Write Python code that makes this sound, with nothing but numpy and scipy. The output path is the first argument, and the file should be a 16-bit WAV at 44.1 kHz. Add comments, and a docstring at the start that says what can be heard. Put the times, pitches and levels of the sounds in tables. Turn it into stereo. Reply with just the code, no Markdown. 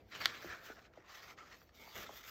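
"""Hands rub the covers of a hardcover book, dully, over the faint air of a small, quiet room.
Paper then slides as the book opens close to a microphone: thousands of tiny slips, shaped into hiss.
Flexing sheets give soft pops whose treble arrives before their bass, and the spine cracks sharply once.
The pages settle with dry ticks, a thumb rubs the paper, and the left half is lifted. A near wall adds short
echoes to the crack; the room adds a fading noise tail to all but the air, faintest after the crack."""
import sys
import numpy as np
from scipy import signal
from scipy.fft import rfft, irfft
from scipy.io import wavfile
from scipy.ndimage import uniform_filter1d

SR = 44100
rng = np.random.default_rng(int(sys.argv[2]) if len(sys.argv) > 2 else 0)


def int16_out(signal):
    """Quantize to a 16-bit WAV file."""
    q = np.round(np.clip(np.atleast_2d(signal).T, -1, 1) * 32767)
    wavfile.write(sys.argv[1], SR, q.astype(np.int16))


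N = 101429  # length in samples
HZ, TIME = np.fft.rfftfreq(N, 1 / SR), np.arange(N) / SR


def amp(db):
    """Turns decibels into a gain."""
    return 10 ** (np.asarray(db) / 20)


def unit(x):
    """Scales a signal to an average (rms) strength of 1."""
    return x / np.sqrt(np.mean(x ** 2) + 1e-30)


def read(points, hz=HZ):
    """Reads a table in between its points, with frequency on a log scale."""
    f, value = np.transpose(points)
    return np.interp(np.log(hz + 1), np.log(f + 1), value)


def shape(x, gain):
    """Filters a sound by giving each frequency its own gain."""
    return irfft(rfft(x) * gain, N)


def noise(colour):
    """Noise with the given colour, at rms 1."""
    return unit(shape(rng.standard_normal(N), amp(read(colour))))


def bell(peak, length):
    """A smooth swell, loudest at the time peak, down to 14 percent one length away on either side."""
    return np.exp(-2 * ((TIME - peak) / length) ** 2)


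# colour of the still air [f/Hz, level/dB]
AIR_COLOUR = [(25, -23), (57, 1.5), (80, -2.5), (250, -19.5), (720, -14), (1150, -24.5), (10000, -55)]
AIR_DB = -70.5


def air():
    """Quiet room noise, alike at both ports only in the bass."""
    apart = np.clip(HZ / 1200, 0, 1)
    mid = noise(AIR_COLOUR)
    side = shape(noise(AIR_COLOUR), apart)
    return amp(AIR_DB) * np.array([mid + side, mid - side])


# loudness of the hands rubbing the covers [t/s, level/dB]
COVER_LEVELS = [(0, -62.5), (.08, -72), (.18, -61), (.26, -57.5), (.33, -65), (.47, -60.5), (.65, -68),
                (1.0, -71.5), (1.15, -79), (1.31, -66.5), (1.72, -73.5), (1.82, -65), (1.93, -73.5),
                (1.97, -55.5), (2.06, -61.5), (2.3, -76.5)]
# colour of that rubbing [f/Hz, level/dB]
COVER_COLOUR = [(40, -31.5), (120, -0.5), (200, -4.5), (320, -1), (800, -7), (1500, -35)]
# low thuds as the book shifts its weight [loudest at t/s, length/s, level/dB]
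WEIGHT_THUDS = [(0.036, 0.066, -64), (0.492, 0.054, -62), (1.98, 0.05, -63)]
# colour of the thuds [f/Hz, level/dB]
THUD_COLOUR = [(25, -21), (60, 4), (400, -49)]


def hands():
    """Palms rub the covers (dull noise) and the weight of the book shifts (brief swells of deep noise)."""
    rubbing = noise(COVER_COLOUR) * amp(np.interp(TIME, *np.transpose(COVER_LEVELS)))
    swells = sum(amp(db) * bell(peak, length) for peak, length, db in WEIGHT_THUDS)
    return rubbing + swells * noise(THUD_COLOUR)


WANDER_DB = 2.5  # rms depth of the peaks and dips


def wander(x):
    """The sheet's resonances wander as the contact moves: random peaks and dips come and go."""
    z = signal.stft(x, nperseg=512, noverlap=384)[2]
    field = uniform_filter1d(rng.standard_normal(z.shape), 12, axis=1)  # smooth over 12 time frames
    field = uniform_filter1d(field, 4, axis=0)  # and over 4 frequency bins
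    return signal.istft(z * amp(WANDER_DB * unit(field)), nperseg=512, noverlap=384)[1][:N]


SLIPS_PER_S, SLIP_SPREAD_DB = 7000, 2.5  # how many slips, and how unequal in size
FLUTTER_DB, FLUTTER_S = 1.32, .012  # rms depth and smoothing time of the loudness flutter
MIDDLE_DB, TREBLE_DB, FIZZ_DB = -.5, 1.5, -3.0  # added to the levels of the three bands
# colour of the finest hiss [f/Hz, level/dB]
FIZZ_COLOUR = [(5500, -17.5), (8000, -9), (15500, 1)]


def slide(movement, colour):
    """Paper on paper: thousands of tiny slips a second ring the sheets, in three bands of changing level."""
    t, *levels = np.transpose(movement)
    sizes = amp(SLIP_SPREAD_DB * np.minimum(rng.exponential(1, N), 4))
    happens = rng.random(N) < SLIPS_PER_S / SR
    slips = sizes * rng.choice([-1, 1], N) * happens
    flutter = unit(uniform_filter1d(rng.standard_normal(N), int(FLUTTER_S * SR)))
    slips = wander(slips) * amp(FLUTTER_DB * flutter)

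    paper = amp(read(colour)) * HZ ** 2 / (HZ ** 2 + 350 ** 2)  # bass falls away below 350 Hz
    upper = 1 / (1 + (2600 / (HZ + 1)) ** 8)  # middle meets treble at 2600 Hz
    bands = [(paper * (1 - upper), MIDDLE_DB),
             (paper * upper / (1 + (HZ / 8500) ** 10), TREBLE_DB),
             (amp(read(FIZZ_COLOUR)), FIZZ_DB)]
    layers = 0
    for (gain, trim_db), level in zip(bands, levels):
        layers = layers + unit(shape(slips, gain)) * amp(trim_db + np.interp(TIME, t, level))

    # 10 ms equal-power fades join one movement to the next
    inside = np.minimum(TIME - t[0], t[-1] - TIME)
    return np.clip(inside / .01 + .5, 0, 1) ** .5 * layers


# Loudness of each movement, before the band trims above
# [t/s, middle level/dB, treble level/dB, finest hiss level/dB]
# paper slides as the book opens
OPENING_LEVELS = [(0, -74.5, -82, -94), (.05, -82.5, -86, -87), (.11, -67, -69, -63), (.115, -56, -59, -68),
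                  (.165, -52.5, -53.5, -59.5), (.204, -55, -55.5, -51), (.214, -40.5, -45.5, -50.5),
                  (.232, -49, -51.5, -51), (.28, -50.5, -50.5, -57.5), (.3, -52, -55, -62.5),
                  (.42, -56, -59, -58)]
# the pages settle under the hands
SETTLING_LEVELS = [(.42, -53.5, -59.5, -57), (.478, -55, -61, -57.5), (.514, -49.5, -56.5, -64.5),
                   (.615, -61, -69.5, -66), (.654, -56, -60, -54.5), (.72, -54.5, -61, -60.5),
                   (.745, -75, -71.5, -64), (.775, -55.5, -68, -70), (.81, -69.5, -75, -73),
                   (.86, -65.5, -65.5, -80), (.885, -74, -85, -90), (.93, -82, -89.5, -92)]
# a thumb slides over the page
THUMB_LEVELS = [(.93, -74, -83, -87.5), (.97, -66, -73.5, -79.5), (1.035, -70, -81, -86),
                (1.102, -58, -61, -63.5), (1.156, -56, -57, -57.5), (1.2, -60.5, -63, -62),
                (1.32, -56.5, -62, -61), (1.362, -89, -85, -86), (1.378, -58, -65, -78),
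                (1.504, -68, -69.5, -67.5), (1.528, -54, -60, -65), (1.56, -68, -69, -69),
                (1.64, -77, -77, -63.5), (1.72, -81, -81.5, -87)]
# the left half is lifted
LIFTING_LEVELS = [(1.72, -79, -82.5, -82), (1.754, -73, -65, -63), (1.826, -68, -65, -57),
                  (1.938, -63.5, -61.5, -57.5), (1.96, -50.5, -54, -49.5), (2.035, -53.5, -55.5, -48),
                  (2.055, -55, -61.5, -58), (2.104, -63.5, -63, -62.5), (2.18, -60, -57.5, -50.5),
                  (2.226, -67.5, -67.5, -65), (2.242, -57.5, -58.5, -56.5), (2.3, -58.5, -57, -46)]
# colour of each movement's middle and treble [f/Hz, level/dB]
OPENING_COLOUR = [(300, -13), (900, -6.5), (1450, -1.5), (2250, -3), (2700, -7.5), (3200, -4.5),
                  (4500, -5.5), (6000, -11.5), (8000, -9)]
SETTLING_COLOUR = [(300, -16), (680, -2.5), (1000, -10), (1350, -2), (1750, -1), (2200, -9.5), (2800, -14),
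                   (3300, -14), (8000, -15.5)]
THUMB_COLOUR = [(300, -11.5), (650, -4), (950, -5), (1300, -0.5), (1600, -6.5), (1900, -1.5), (2400, -9.5),
                (3500, -11), (8000, -13)]
LIFTING_COLOUR = [(300, -7.5), (1000, -5), (1250, 0.5), (1600, -4.5), (2000, 0), (2700, -10), (3450, -4),
                  (4100, -10.5), (8000, -7.5)]


def rustle():
    """The four movements of the pages, each a stretch of sliding paper with its own colour."""
    opening = slide(OPENING_LEVELS, OPENING_COLOUR)
    settling = slide(SETTLING_LEVELS, SETTLING_COLOUR)
    thumb = slide(THUMB_LEVELS, THUMB_COLOUR)
    lifting = slide(LIFTING_LEVELS, LIFTING_COLOUR)
    return opening + settling + thumb + lifting


# scrapes that ring one resonance of the sheet [loudest at t/s, length/s, level/dB, centre f/Hz]
SCRAPE_EVENTS = [(.16, .04, -54.5, 3000), (0.516, 0.031, -52.5, 1750), (1.422, 0.062, -60, 1290),
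                 (1.829, 0.077, -62, 2200), (1.865, 0.068, -62, 880), (1.9, 0.054, -62.5, 4620),
                 (2.072, 0.013, -53, 3500)]
SCRAPE_WIDTH = 0.053  # share of the centre frequency


def scrapes():
    """A fingertip or a page edge catches and rings one narrow resonance for a moment."""
    out = np.zeros(N)
    for peak, length, db, centre in SCRAPE_EVENTS:
        resonance = 1 / (1 + ((HZ / centre - 1) / SCRAPE_WIDTH) ** 2)
        ring = unit(shape(rng.standard_normal(N), resonance))
        out += ring * amp(db) * bell(peak, length)
    return out


def bending_wave(start, gain, lag):
    """A snap of unit energy that crossed a sheet: its delay falls with the root of frequency (lag at 1 kHz)."""
    turns = HZ * start + 2 * lag * np.sqrt(1000 * HZ)
    wave = irfft(gain * np.exp(-2j * np.pi * turns), N)
    return wave / np.linalg.norm(wave)


def shudder(db, t60):
    """Spectrum of a dense train of tiny slips that dies by 60 dB in t60 seconds."""
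    train = rng.standard_normal(N) * amp(-60 * TIME / t60)
    return amp(db) * rfft(train / np.linalg.norm(train))


# soft pops of flexing sheets, before the edge levels [t/s, level/dB, centre f/Hz, lag at 1 kHz/s]
POP_EVENTS = [(.217, -26, 700, .003), (.4385, -21, 430, .006), (.451, -27, 283, .005),
              (.698, -21.5, 466, .003), (0.7022, -27.5, 1570, .002), (0.9663, -25, 570, 0.008),
              (1.873, -30, 920, .004), (2.0845, -20, 760, .009), (2.131, -30, 694, .003)]
# direct wave, then its return from the sheet's edges [path as a multiple of the direct one, level/dB]
EDGE_PATHS = [(1, -1.5), (1.599, -9.5)]
POP_OCTAVES, POP_SKIRT_DB = 0.47, -27  # width of the pop's main hump, level of its wide skirt
POP_ROUGH_DB, POP_ROUGH_S = -3, .03  # level and t60 of the slips that roughen it


def pops():
    """A bowed sheet flips over: a soft, rough pop that sweeps downward and returns lower from the edges."""
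    out = np.zeros(N)
    for start, db, centre, lag in POP_EVENTS:
        for path, edge_db in EDGE_PATHS:
            octaves = np.log2((HZ + 1) / centre * path)
            hump = np.exp(-.5 * (octaves / POP_OCTAVES) ** 2)
            skirt = amp(POP_SKIRT_DB) / (1 + (octaves / 2) ** 4)
            rough = 1 + shudder(POP_ROUGH_DB, POP_ROUGH_S)
            out += amp(db + edge_db) * bending_wave(start, (hump + skirt) * rough, lag * path)
    return out


def sudden(colour):
    """Gives a colour the phase of a sharp front followed by ringing (nothing sounds before the hit)."""
    cepstrum = irfft(np.log(amp(read(colour))), N)
    return np.exp(rfft(cepstrum * (1 + np.sign(np.fft.fftfreq(N)))))


SNAP_LAG_S = 0.0008  # lag at 1 kHz, for cracks and ticks
# cracks of the spine, before CRACK_DB is added [t/s, level/dB]
CRACK_EVENTS = [(0.2492, -22), (0.2571, 0), (0.279, -26.5)]
CRACK_DB = 0.9
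# colour of the cracks [f/Hz, level/dB]
CRACK_COLOUR = [(350, -24.5), (800, -11), (1450, -1.5), (1900, 3), (2600, -10.5), (3200, 2.5), (4300, 1),
                (6300, -11.5), (10000, -8.5), (15500, -24.5)]
# echoes from near surfaces, before dulling [delay/s, level/dB]
NEAR_ECHOES = [(.0014, -18), (.0028, -16), (.0037, -15)]
ECHO_DULL_HZ = 6030  # echoes and tail lose treble above this
CRACK_TAIL_DB, CRACK_TAIL_S = -11.5, .018  # level and t60 of the shuddering pages


def spine():
    """The glued spine gives with small ticks and one sharp crack; pages shudder, covers and wall echo dully."""
    front = sudden(CRACK_COLOUR)
    snaps = sum(amp(CRACK_DB + db) * bending_wave(start, front, SNAP_LAG_S) for start, db in CRACK_EVENTS)
    echoes = sum(amp(db) * np.exp(-2j * np.pi * HZ * delay) for delay, db in NEAR_ECHOES)
    # the shudder starts together with the first echo
    pages = shudder(CRACK_TAIL_DB, CRACK_TAIL_S) * np.exp(-2j * np.pi * HZ * NEAR_ECHOES[0][0])
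    dull = 1 / (1 + (HZ / ECHO_DULL_HZ) ** 4)
    return shape(snaps, 1 + (echoes + pages) * dull)


# ticks of page edges [t/s, level/dB]
TICK_EVENTS = [(.536, -30), (.792, -33), (.852, -35.5), (.936, -39), (1.376, -38), (1.616, -37),
               (1.692, -41.5)]
# colour of the ticks [f/Hz, level/dB]
TICK_COLOUR = [(300, -11), (1500, 2.5), (9000, -24.5)]
TICK_T60_S = 0.027


def ticks():
    """Page edges catch and let go: small dry ticks, each a burst of tiny slips that dies quickly."""
    out = np.zeros(N)
    for start, db in TICK_EVENTS:
        burst = amp(read(TICK_COLOUR)) * shudder(0, TICK_T60_S)
        out += amp(db) * bending_wave(start, burst, SNAP_LAG_S)
    return out


# how far the left port leads the right [f/Hz, phase/radians]
LEFT_LEAD = [(400, 0), (850, -1.7), (1450, 0), (2100, 0), (3400, 1.19), (5700, 1.5), (8300, 3.0),
             (11500, 3), (16000, 9)]
# left minus right [f/Hz, level/dB]
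LEFT_MINUS_RIGHT = [(100, -1), (500, 4.5), (1400, -3), (2600, -1.5), (4500, -2.5), (8000, -0.5)]


def ports(x):
    """One sound at the two microphone ports: phase and level differences are split evenly between them."""
    half = np.exp(.5j * read(LEFT_LEAD)) * amp(read(LEFT_MINUS_RIGHT) / 2)
    return shape(x, np.array([half, 1 / half]))


# time for the room's tail to fade by 60 dB [f/Hz, t60/s]
ROOM_FADE = [(150, 0.38), (4000, 0.12), (15000, 0.033)]


def room(x, wet_db):
    """Direct sound plus a short diffuse tail: noise that differs at each port, its treble fading fastest."""
    hz, t, z = signal.stft(rng.standard_normal((2, SR // 2)), SR, nperseg=256)
    fade = amp(-60 * t / read(ROOM_FADE, hz)[:, None])
    z = z * fade * (t > .004)  # frames up to 4 ms stay empty
    tail = signal.istft(z, SR, nperseg=256)[1]
    tail = tail / np.linalg.norm(tail[0])
    return ports(x) + amp(wet_db) * signal.fftconvolve(x[None], tail, axes=1)[:, :N]


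def scene():
    """The book in its room, each group of sounds with its own amount of tail."""
    covers = room(hands(), wet_db=-15.5)
    paper = room(rustle() + scrapes() + ticks(), wet_db=-14.5)
    flexing = room(pops(), wet_db=-14.0)
    cracking = room(spine(), wet_db=-24.0)
    return air() + covers + paper + flexing + cracking


CUTOFF_HZ = 15950


def record(dry):
    """The recorder's band limit: a steep low-pass filter removes the highest treble."""
    lowpass = signal.firwin(511, CUTOFF_HZ, window=("kaiser", 9), fs=SR)
    return signal.oaconvolve(dry, lowpass[None], "same")


dry = scene()
out = record(dry)
int16_out(out)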